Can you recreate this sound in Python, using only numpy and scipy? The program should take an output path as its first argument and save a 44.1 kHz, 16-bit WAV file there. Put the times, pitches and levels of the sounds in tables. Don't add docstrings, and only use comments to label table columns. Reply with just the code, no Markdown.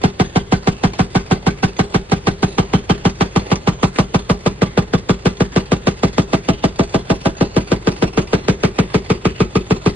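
import sys
import numpy as np
from scipy import signal
from scipy.fft import rfft, irfft
from scipy.io import wavfile
from scipy.ndimage import uniform_filter1d, minimum_filter1d

SR = 44100
rng = np.random.default_rng(int(sys.argv[2]) if len(sys.argv) > 2 else 0)


def unload_audio(sound):
    columns = np.transpose(np.atleast_2d(sound))
    steps = np.round(np.clip(columns, -1, 1) * 32767)
    wavfile.write(sys.argv[1], SR, steps.astype(np.int16))


N = 438794
SIZE, LEAD = 12288, 1024
AGE = (np.arange(SIZE) - LEAD) / SR
HZ, SCENE_HZ = np.fft.rfftfreq(SIZE, 1 / SR), np.fft.rfftfreq(N, 1 / SR)
SIDES = np.array([[.5], [-.5]])
SNAP_S = .0006


def undb(db):
    return 10 ** (np.asarray(db) / 20)


def curve(points, hz=HZ):
    f, value = np.transpose(points)
    return np.interp(np.log(hz + 1), np.log(np.abs(f) + 1), value)


def level_at(times, points):
    return np.interp(times, *np.transpose(points))[:, None, None]


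def bell(hz, width_hz, db):
    return db / (1 + (2 * (HZ - hz) / width_hz) ** 2)


def causal(db):
    cepstrum = irfft(db * np.log(10) / 20)
    fold = 1 + np.sign(np.sin(2 * np.pi * np.arange(SIZE) / SIZE))
    return np.exp(rfft(cepstrum * fold))


def colour(x, db):
    response = causal(db)
    return irfft(rfft(x) * response / np.sqrt(np.mean(np.abs(response) ** 2, axis=-1, keepdims=True)))


def blow(at, rise, t60):
    gap = np.abs(AGE - at)
    return np.where(AGE < at, np.exp(-gap / rise), np.exp(-np.log(1000) * gap / t60))


def swell(times, at, span):
    return np.exp(-((times[:, None, None] - at) / span) ** 2)


def place(times, sounds):
    track = np.zeros((2, N + 2 * SIZE))
    for s, sound in zip(times, sounds):
        i = int(round(s * SR))
        track[:, i:i + SIZE] += sound
    return track[:, LEAD:LEAD + N]


# f/Hz, left lead/rad
STEREO_PHASE = [(0, 0.34), (430, -0.0), (690, -1.9), (2580, -3.8), (4130, -8.2), (4650, -8.4), (5000, -9.3),
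                (5860, -9.5), (8530, -8.9), (10100, -9.6)]
# f/Hz, coherence/0-1
STEREO_LIKENESS = [(25, 0.63), (70, 1), (160, 1), (320, 0.75), (600, 0.51), (1200, 0.16), (2500, 0.078),
                   (5000, 0.92), (10000, 0.76)]
def air_noise(count, size=SIZE):
    hz = np.fft.rfftfreq(size, 1 / SR)
    left, other = rfft(rng.standard_normal((count, 2, size))).transpose(1, 0, 2)
    likeness = np.clip(curve(STEREO_LIKENESS, hz), 0, 1)
    lag = np.exp(-1j * np.interp(hz, *np.transpose(STEREO_PHASE)))
    right = (likeness * left + np.sqrt(1 - likeness ** 2) * other) * lag
    return irfft(np.stack([left, right], axis=1), size)


# f/Hz, level/dB
IDLE_EQ = [(20, -14), (50, -4), (85, 0.5), (150, 0), (270, -18.5), (400, -6.5), (600, -15), (1500, -19.5),
           (2700, -24.5), (5000, -28), (9000, -34), (11000, -58.5)]
def idle(db=-36):
    rumble = irfft(rfft(air_noise(1, size=N)[0]) * undb(curve(IDLE_EQ, SCENE_HZ)), N)
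    return undb(db) * rumble / rumble.std()


# f/Hz, level/dB
STEEL_EQ = [(120, -6.5), (300, 12), (450, 10), (700, 6.5), (1500, 0.5), (2600, 2), (4000, -2.5), (5500, -4),
            (7500, -11), (9500, -10.5), (11000, -52)]
# f/Hz, level/dB, t60/s
STEEL_MODES = [(840, -3.5, 0.091), (1040, -2, .06), (2048, -1.5, .06), (2656, -0.5, 0.038),
               (3495, -4.5, 0.031), (4210, -1.5, 0.032), (4650, -1.5, 0.045), (6470, -5, 0.15)]
def steel(force, ring_db=-9, ripple_db=3.5, favour_db=5, detune=0.0065):
    count = len(force)
    contact = air_noise(count) * force
    t = np.arange(SIZE) / SR
    favour, stretch = rng.standard_normal((count, 2, len(STEEL_MODES), 1, 1)).transpose(1, 2, 0, 3, 4)
    modes = sum(undb(db + favour_db * lift) * np.sin(2 * np.pi * hz * (1 + detune * bend) * t)
                * np.exp(-np.log(1000) * t / t60)
                for (hz, db, t60), lift, bend in zip(STEEL_MODES, favour, stretch))
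    ripple = rng.standard_normal((count, 1, len(HZ)))
    ripple = uniform_filter1d(uniform_filter1d(ripple, size=130), size=80)
    body = colour(contact, curve(STEEL_EQ) + ripple_db * ripple / ripple.std())
    ring = irfft(rfft(contact) * rfft(modes) / np.linalg.norm(modes, axis=-1, keepdims=True))
    return body + undb(ring_db) * ring


# t/s, level/dB, ring against contact/dB
CLINK_CUES = [(0.015, -27, -4), (0.099, -36, -8), (0.9333, -26, -6), (1.262, -32, -12), (1.765, -33, 1),
              (1.923, -35, -4), (2.097, -31, -15), (2.978, -31.5, -11), (3.393, -31, 2), (3.428, -41, -4),
              (3.504, -24, -14), (3.556, -22.5, -20), (3.9586, -22.5, -13), (4.661, -31.5, -6),
              (4.822, -31, -8), (5.194, -40, -8), (5.369, -33, -6), (5.656, -36, -7), (5.995, -37, -6),
              (6.129, -30.5, -15), (6.447, -33.5, -4), (6.758, -34, -5), (7.213, -35, -4), (7.367, -35, 3),
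              (7.382, -30.5, -9), (7.847, -37, -5), (7.937, -34, -12), (7.964, -31, -12), (8.272, -32, -8),
              (9.168, -42, -8), (9.665, -37, 1)]
def clinks():
    times, db, ring_db = np.transpose(CLINK_CUES)
    taps = undb(db)[:, None, None] * blow(0.0008, SNAP_S, 0.065)
    return place(times, steel(taps, ring_db[:, None, None]))


def chatter(count, per_s=170, spread_db=3, fade_s=.005, scrape=.45):
    hits = rng.random((count, 1, SIZE)) < per_s / SR
    sizes = undb(spread_db * np.clip(rng.standard_normal(hits.shape), -2, 2))
    energy = signal.lfilter([1], [1, -np.exp(-1 / SR / fade_s)], hits * sizes ** 2)
    return np.sqrt(scrape + (1 - scrape) * energy / energy.mean())


def bolt(times, feed_db, last_cycle_s=0.15, jitter_s=0.006, link_db=-38, link_count=4):
    cycle = np.append(np.diff(times), last_cycle_s)[:, None, None]
    slip = jitter_s * rng.standard_normal((len(times), 3)).T[..., None, None]
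    lock = undb(-24) * blow(-0.0033, 0.0027, 0.045)
    buffer = undb(-32.5 + 0.17 * (feed_db - feed_db.mean())) * blow(0.047 + slip[0], 0.019, 0.12)
    belt = undb(feed_db + 6) * blow(0.108 + slip[1], 0.0098, 0.25)
    forward = undb(feed_db + 5.5) * blow(cycle - 0.014 + slip[2], 0.01, 0.29)
    ticks = rng.uniform(0.039, 0.21, (len(times), link_count)).T[..., None, None]
    link_power = sum((undb(link_db) * blow(at, .0003, 0.034)) ** 2 for at in ticks)
    rattle_power = chatter(len(times)) ** 2 * (buffer ** 2 + belt ** 2 + forward ** 2)
    return steel(np.sqrt(lock ** 2 + rattle_power + link_power))


# f/Hz, width/Hz, level/dB, fullest at t/s, fade span/s, left minus right/dB, slide/(Hz/s)
HATCH_BANDS = [(285, 80, 6.5, 7.02, 1.77, 1.5, -3), (346, 20, 2.5, 7.8, 2, -2.5, 0),
               (442, 87, 6, 8.6, 3.2, 4, -3.5), (470, 67, 4, 5.1, 1.1, -1, -2),
               (521, 70, -8, 0.92, 3.5, 3.5, 9.5), (470, 220, -3.5, 3.9, .8, 0.5, -1),
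               (520, 57, -3.5, 6.1, .6, 1, 0), (557, 40, 7.5, 7.6, 1.9, 1.5, 0),
               (587, 66, 8.5, 4.4, 0.62, -4, -3), (656, 74, 10.5, 7, 1.52, -6, -4),
               (747.4, 115, 5, 0.9, 6.3, -7.1, 15), (765, 320, 4.5, 0.2, 5.6, -0.6, -17),
               (820, 82, 8, 7, 1.1, 6.5, -7), (850, 78, 0.5, 3.07, 0.97, -2, 4),
               (976, 41, 6, 7.8, 1.2, -4, 9), (980, 70, 3, 3.5, 1.6, 1, 3.5),
               (960, 46, 1.5, 0.1, 0.9, 5.5, 7), (1187, 115, 8, 4.26, 3.6, -2, 2.5),
               (1243, 190, 8.5, 9.5, 0.53, -4, -3), (1430, 240, 4, 5.05, 0.91, -2.5, 1.5),
               (1528, 110, 9.5, 1.5, 2.2, -2.5, 10), (2167, 64, 5, 2, 1, -2.5, -1),
               (1550, 65, 7.5, 7.7, 1.8, -2.5, 4.5), (1910, 38, 1.5, 2, 0.57, 5, -9),
               (2084, 84, 4.5, 0.6, .7, 7.5, 3.5), (2250, 180, 4, 0.2, 9.5, -0.5, -19.5),
               (2260, 100, 8.5, 9.05, 0.52, -1, 33), (2520, 150, 8, 9.55, .7, 0, 50),
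               (2680, 530, 4, 6, 6, 0, -21.5), (3000, 58, 3.5, 0.22, .5, 5, 9),
               (3140, 230, 11.5, 2.8, 0.27, -4, 0), (3180, 170, 1, 8.7, 2.7, -1.5, 3.5),
               (3430, 56, 9, 5, 0.41, 9, -6), (4030, 140, 0.5, 2.8, 2.1, -11.8, 24.5)]
def hatch_eq(times):
    gains, shapes = [], []
    for hz, width_hz, db, at, span, pan_db, slide in HATCH_BANDS:
        gains.append((db + pan_db * SIDES) * swell(times, at, span))
        shapes.append(bell(hz + slide * (times[:, None] - at), width_hz, 1))
    return np.concatenate(gains, axis=-1) @ np.stack(shapes, axis=1)


def flatten(x, amount=0.86, bins=23):
    power = uniform_filter1d(np.abs(rfft(x)) ** 2, size=bins)
    power = np.maximum(power / power.mean(axis=-1, keepdims=True), 1e-4)
    return irfft(rfft(x) * causal(-10 * amount * np.log10(power)))


# f/Hz, level/dB
CRACK_EQ = [(150, -31), (350, 8), (550, 0), (800, -2), (1100, -2), (1700, -7), (2400, -10), (4000, -12.5),
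            (5500, -14), (7200, -19.5), (9500, -25.5), (11000, -53), (15500, -66)]
def crack(hatch_db, trim_db=-8, t60=0.046, memory=0.889, fresh_hz=2600, bite_db=0.8, bite_hz=4500):
    count = len(hatch_db)
    pattern = air_noise(count)
    for k in range(1, count):
        pattern[k] = memory * pattern[k - 1] + np.sqrt(1 - memory ** 2) * pattern[k]
    carried = 0.86 / (1 + (HZ / fresh_hz) ** 2)
    scatter = irfft(rfft(pattern) * np.sqrt(carried) + rfft(air_noise(count)) * np.sqrt(1 - carried))
    # t/s, level/dB
    arrivals = [(0, 1.5), (0.0017, 0), (0.0058, -4), (0.0095, -4), (0.014, -7)]
    early_power = sum((undb(db) * blow(at, SNAP_S, t60)) ** 2 for at, db in arrivals)
    tail = undb(-18) * blow(0.014, .003, 0.18)
    burst = flatten(scatter * np.sqrt(early_power + tail ** 2))
    bite = bite_db * rng.standard_normal((count, 1, 1)) * HZ ** 2 / (HZ ** 2 + bite_hz ** 2)
    return undb(trim_db) * colour(burst, curve(CRACK_EQ) + hatch_db + bite)


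# f/Hz, level/dB
BOOM_EQ = [(25, -35.5), (50, -20.5), (80, 1.5), (120, 4), (170, 4.5), (230, -2.5), (330, -3.5), (420, -1),
           (490, -1.5), (570, -21.5), (800, -17.5), (1250, -18.5), (2200, -46.5), (6000, -100)]
# f/Hz, width/Hz, level/dB
CABIN_MODES = [(189, 55.4, 7.5), (213.4, 16, -1.5), (230.4, 16.8, 6), (273.7, 46, 6), (302.5, 9.1, -13),
               (358, 58, 3.5), (389, 19.4, -13.5), (406, 13, 4), (480, 12, -1.5)]
def boom(hatch_db, trim_db=-8, start_s=0.00091, late_s=0.014675, late_hz=135, echo_s=0.0038):
    body_db = curve(BOOM_EQ) + sum(bell(*mode) for mode in CABIN_MODES)
    delay_s = start_s + late_s / (1 + ((HZ - late_hz) / 75) ** 2) + LEAD / SR
    sweep = np.exp(-2j * np.pi * np.cumsum(delay_s) * HZ[1])
    echo = 0.07 * np.exp(-2j * np.pi * HZ * echo_s) * np.array([[1], [-1]])
    wave = irfft(causal(body_db + hatch_db) * sweep * (1 + echo))
    punch = wave[..., (AGE > 0) & (AGE < .035)]
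    return wave * undb(trim_db) / np.sqrt(np.mean(punch ** 2))


def gust(count, db=-28, corner_hz=75):
    puff = rng.standard_normal((count, 2, SIZE)) * blow(0.0088, 0.0045, 0.21)
    return undb(db) * colour(puff, -20 * np.log10(1 + (HZ / corner_hz) ** 2))


# f/Hz, level/dB
HULL_EQ = [(20, -5.5), (35, -6.5), (54, 0), (75, 0), (110, 0), (190, -0.5), (260, -8), (390, -2.5),
           (600, -14.5), (1500, -52.5)]
# f/Hz, level/dB, peak after shot/s, t60/s, fullest at t/s, fade span/s
HULL_MODES = [(53.1, -25, 0.034, 0.34, 5.1, 26), (148.7, -30.5, 0.05, 0.15, 1.2, 5.5),
              (188.3, -26.5, 0.053, 0.18, 1.8, 13), (223, -32, 0.033, 0.22, 14, 6.8),
              (310.5, -28, 0.036, 0.081, 8.8, 2.6), (365.5, -27, 0.059, 0.12, 9, 2.1),
              (462, -35.5, 0.052, 0.17, 8.8, 1.1)]
def hull(times, drum_db=-30, rise_s=0.015, detune=0.011):
    drum = colour(air_noise(len(times)) * blow(0.034, 0.05, 0.27), curve(HULL_EQ))
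    stretch = 1 + detune * rng.standard_normal((len(times), 1, 1))
    hum = sum(undb(db) * np.sin(2 * np.pi * hz * stretch * AGE)
              * blow(peak_s, rise_s, t60) * swell(times, at, span)
              for hz, db, peak_s, t60, at, span in HULL_MODES)
    return undb(drum_db) * drum + hum


# t/s, level/dB
MOUNT_RIDE = [(0, -25.5), (1.8, -27), (2.4, -24), (3.1, -26), (3.5, -30), (4.9, -32.5), (5.3, -27.5),
              (6.8, -27.5), (8.1, -32), (8.6, -28), (9.9, -27)]
def mount(times, hz=399, detune=0.0078):
    pitch = hz * (1 + detune * rng.standard_normal((len(times), 1, 1)))
    ring = np.sin(2 * np.pi * pitch * AGE) * blow(at=0.057, rise=0.015, t60=0.14)
    return undb(level_at(times, MOUNT_RIDE)) * ring


# t/s, boom trim/dB, crack trim/dB, belt-feed level/dB
SHOT_CUES = [(0.038, 3.5, 1.5, -48.5), (0.1987, 2, 1, -45), (0.359, 0, -0.8, -45.5),
             (0.523, 1.5, -0.5, -45.5), (0.673, -0.5, -1.5, -46), (0.837, 3, 1.5, -40),
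             (0.9934, 2, 1, -46.8), (1.1525, 1.5, 1, -44.5), (1.3118, 1.5, 1.3, -42.5),
             (1.4672, 1, 0.5, -43), (1.6318, 0, 1, -51.5), (1.792, -1.0, -0.1, -44.4),
             (1.945, -2, -1.3, -50), (2.1188, -1, -1.8, -47.5), (2.271, -3.5, -1.1, -46.5),
             (2.429, -1, -2, -41), (2.5833, 0, -0.3, -42), (2.736, 3.5, 0.3, -47), (2.8978, 2, 2, -43.5),
             (3.053, 2, 0.5, -44), (3.209, -1.5, 0.5, -43.5), (3.361, -0.5, -2.4, -37.5),
             (3.516, -0.5, -1.1, -41.5), (3.674, 0, -1, -44), (3.831, 0.8, 0, -41.5),
             (3.9864, 1.5, 1.3, -46.5), (4.145, -0.5, -1.9, -48), (4.298, 0, -0.5, -45),
             (4.4614, -3, -1.2, -50), (4.619, -1.0, -1.5, -44.5), (4.7753, 0, 0, -46.6),
             (4.9361, -1.5, -2.6, -48.5), (5.0941, -0.5, -0.7, -51.5), (5.257, 0.0, 1.7, -51),
             (5.406, -0.8, -1.9, -44), (5.562, 1, 1.6, -46), (5.719, 0.0, -0.5, -45.5),
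             (5.871, -2, -0.3, -43), (6.034, 1.5, 0.8, -41.5), (6.182, 1, -0.6, -41), (6.333, -1.5, 1, -44),
             (6.4869, 0.5, -1, -43.3), (6.64, -0.5, 0, -48), (6.794, 0.0, -1, -42.2),
             (6.9445, -2, -1.4, -43.5), (7.1017, 0.5, 1.5, -42), (7.257, -1.5, -0.5, -48),
             (7.4104, 1.5, -0.5, -43), (7.5656, 1, 0.2, -40), (7.7179, -1.2, -1.0, -42),
             (7.8723, -1, -0.7, -41), (8.024, -0.5, 0.1, -42.5), (8.1753, -0.5, 1, -43.5),
             (8.3323, 0, 2.4, -40), (8.484, 1.5, 2, -42.7), (8.636, 0.5, 2.8, -42.5),
             (8.7879, 0.5, -0.3, -41.5), (8.944, -0.5, -0.2, -40.5), (9.102, -2, -1.5, -42),
             (9.2533, -3.5, -3, -42), (9.4039, -1, -1.2, -41), (9.5553, -3, -1.9, -43),
             (9.708, -2.5, -1.4, -43.0), (9.8617, -3.0, -2.5, -35)]
# t/s, level/dB
BOOM_RIDE = [(0, -1.5), (1.3, -0.5), (2.1, -0.5), (2.8, 0), (3.4, -1), (5, 0), (7, -4), (8.1, -2.5),
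             (8.5, -1), (9.9, 2.5)]
def gunfire():
    times = np.transpose(SHOT_CUES)[0]
    boom_db, crack_db, feed_db = np.transpose(SHOT_CUES)[1:, :, None, None]
    hatch_db = hatch_eq(times)
    booms = undb(boom_db + level_at(times, BOOM_RIDE)) * boom(hatch_db)
    cracks = undb(crack_db) * crack(hatch_db)
    rounds = booms + cracks + bolt(times, feed_db) + gust(len(times)) + hull(times) + mount(times)
    return place(times, rounds)


# f/Hz, left minus right/dB
STEREO_BALANCE = [(60, -.2), (180, 1.3), (300, .2), (450, 1.5), (600, -2.5), (800, -4), (1200, -2),
                  (2500, -1.2), (5000, .2), (9000, .7)]
def scene():
    mix = gunfire() + clinks() + idle()
    pan_db = curve(STEREO_BALANCE, SCENE_HZ) * SIDES
    return irfft(rfft(mix) * undb(pan_db), N)


def record(dry, ceiling=0.83, window=89, top_hz=15700):
    gain = np.minimum(1, ceiling / (np.abs(dry).max(axis=0) + 1e-9))
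    gain = uniform_filter1d(minimum_filter1d(gain, size=window), size=window)
    return signal.sosfilt(signal.ellip(8, .2, 70, top_hz, fs=SR, output="sos"), dry * gain)


dry = scene()
out = record(dry)
unload_audio(out)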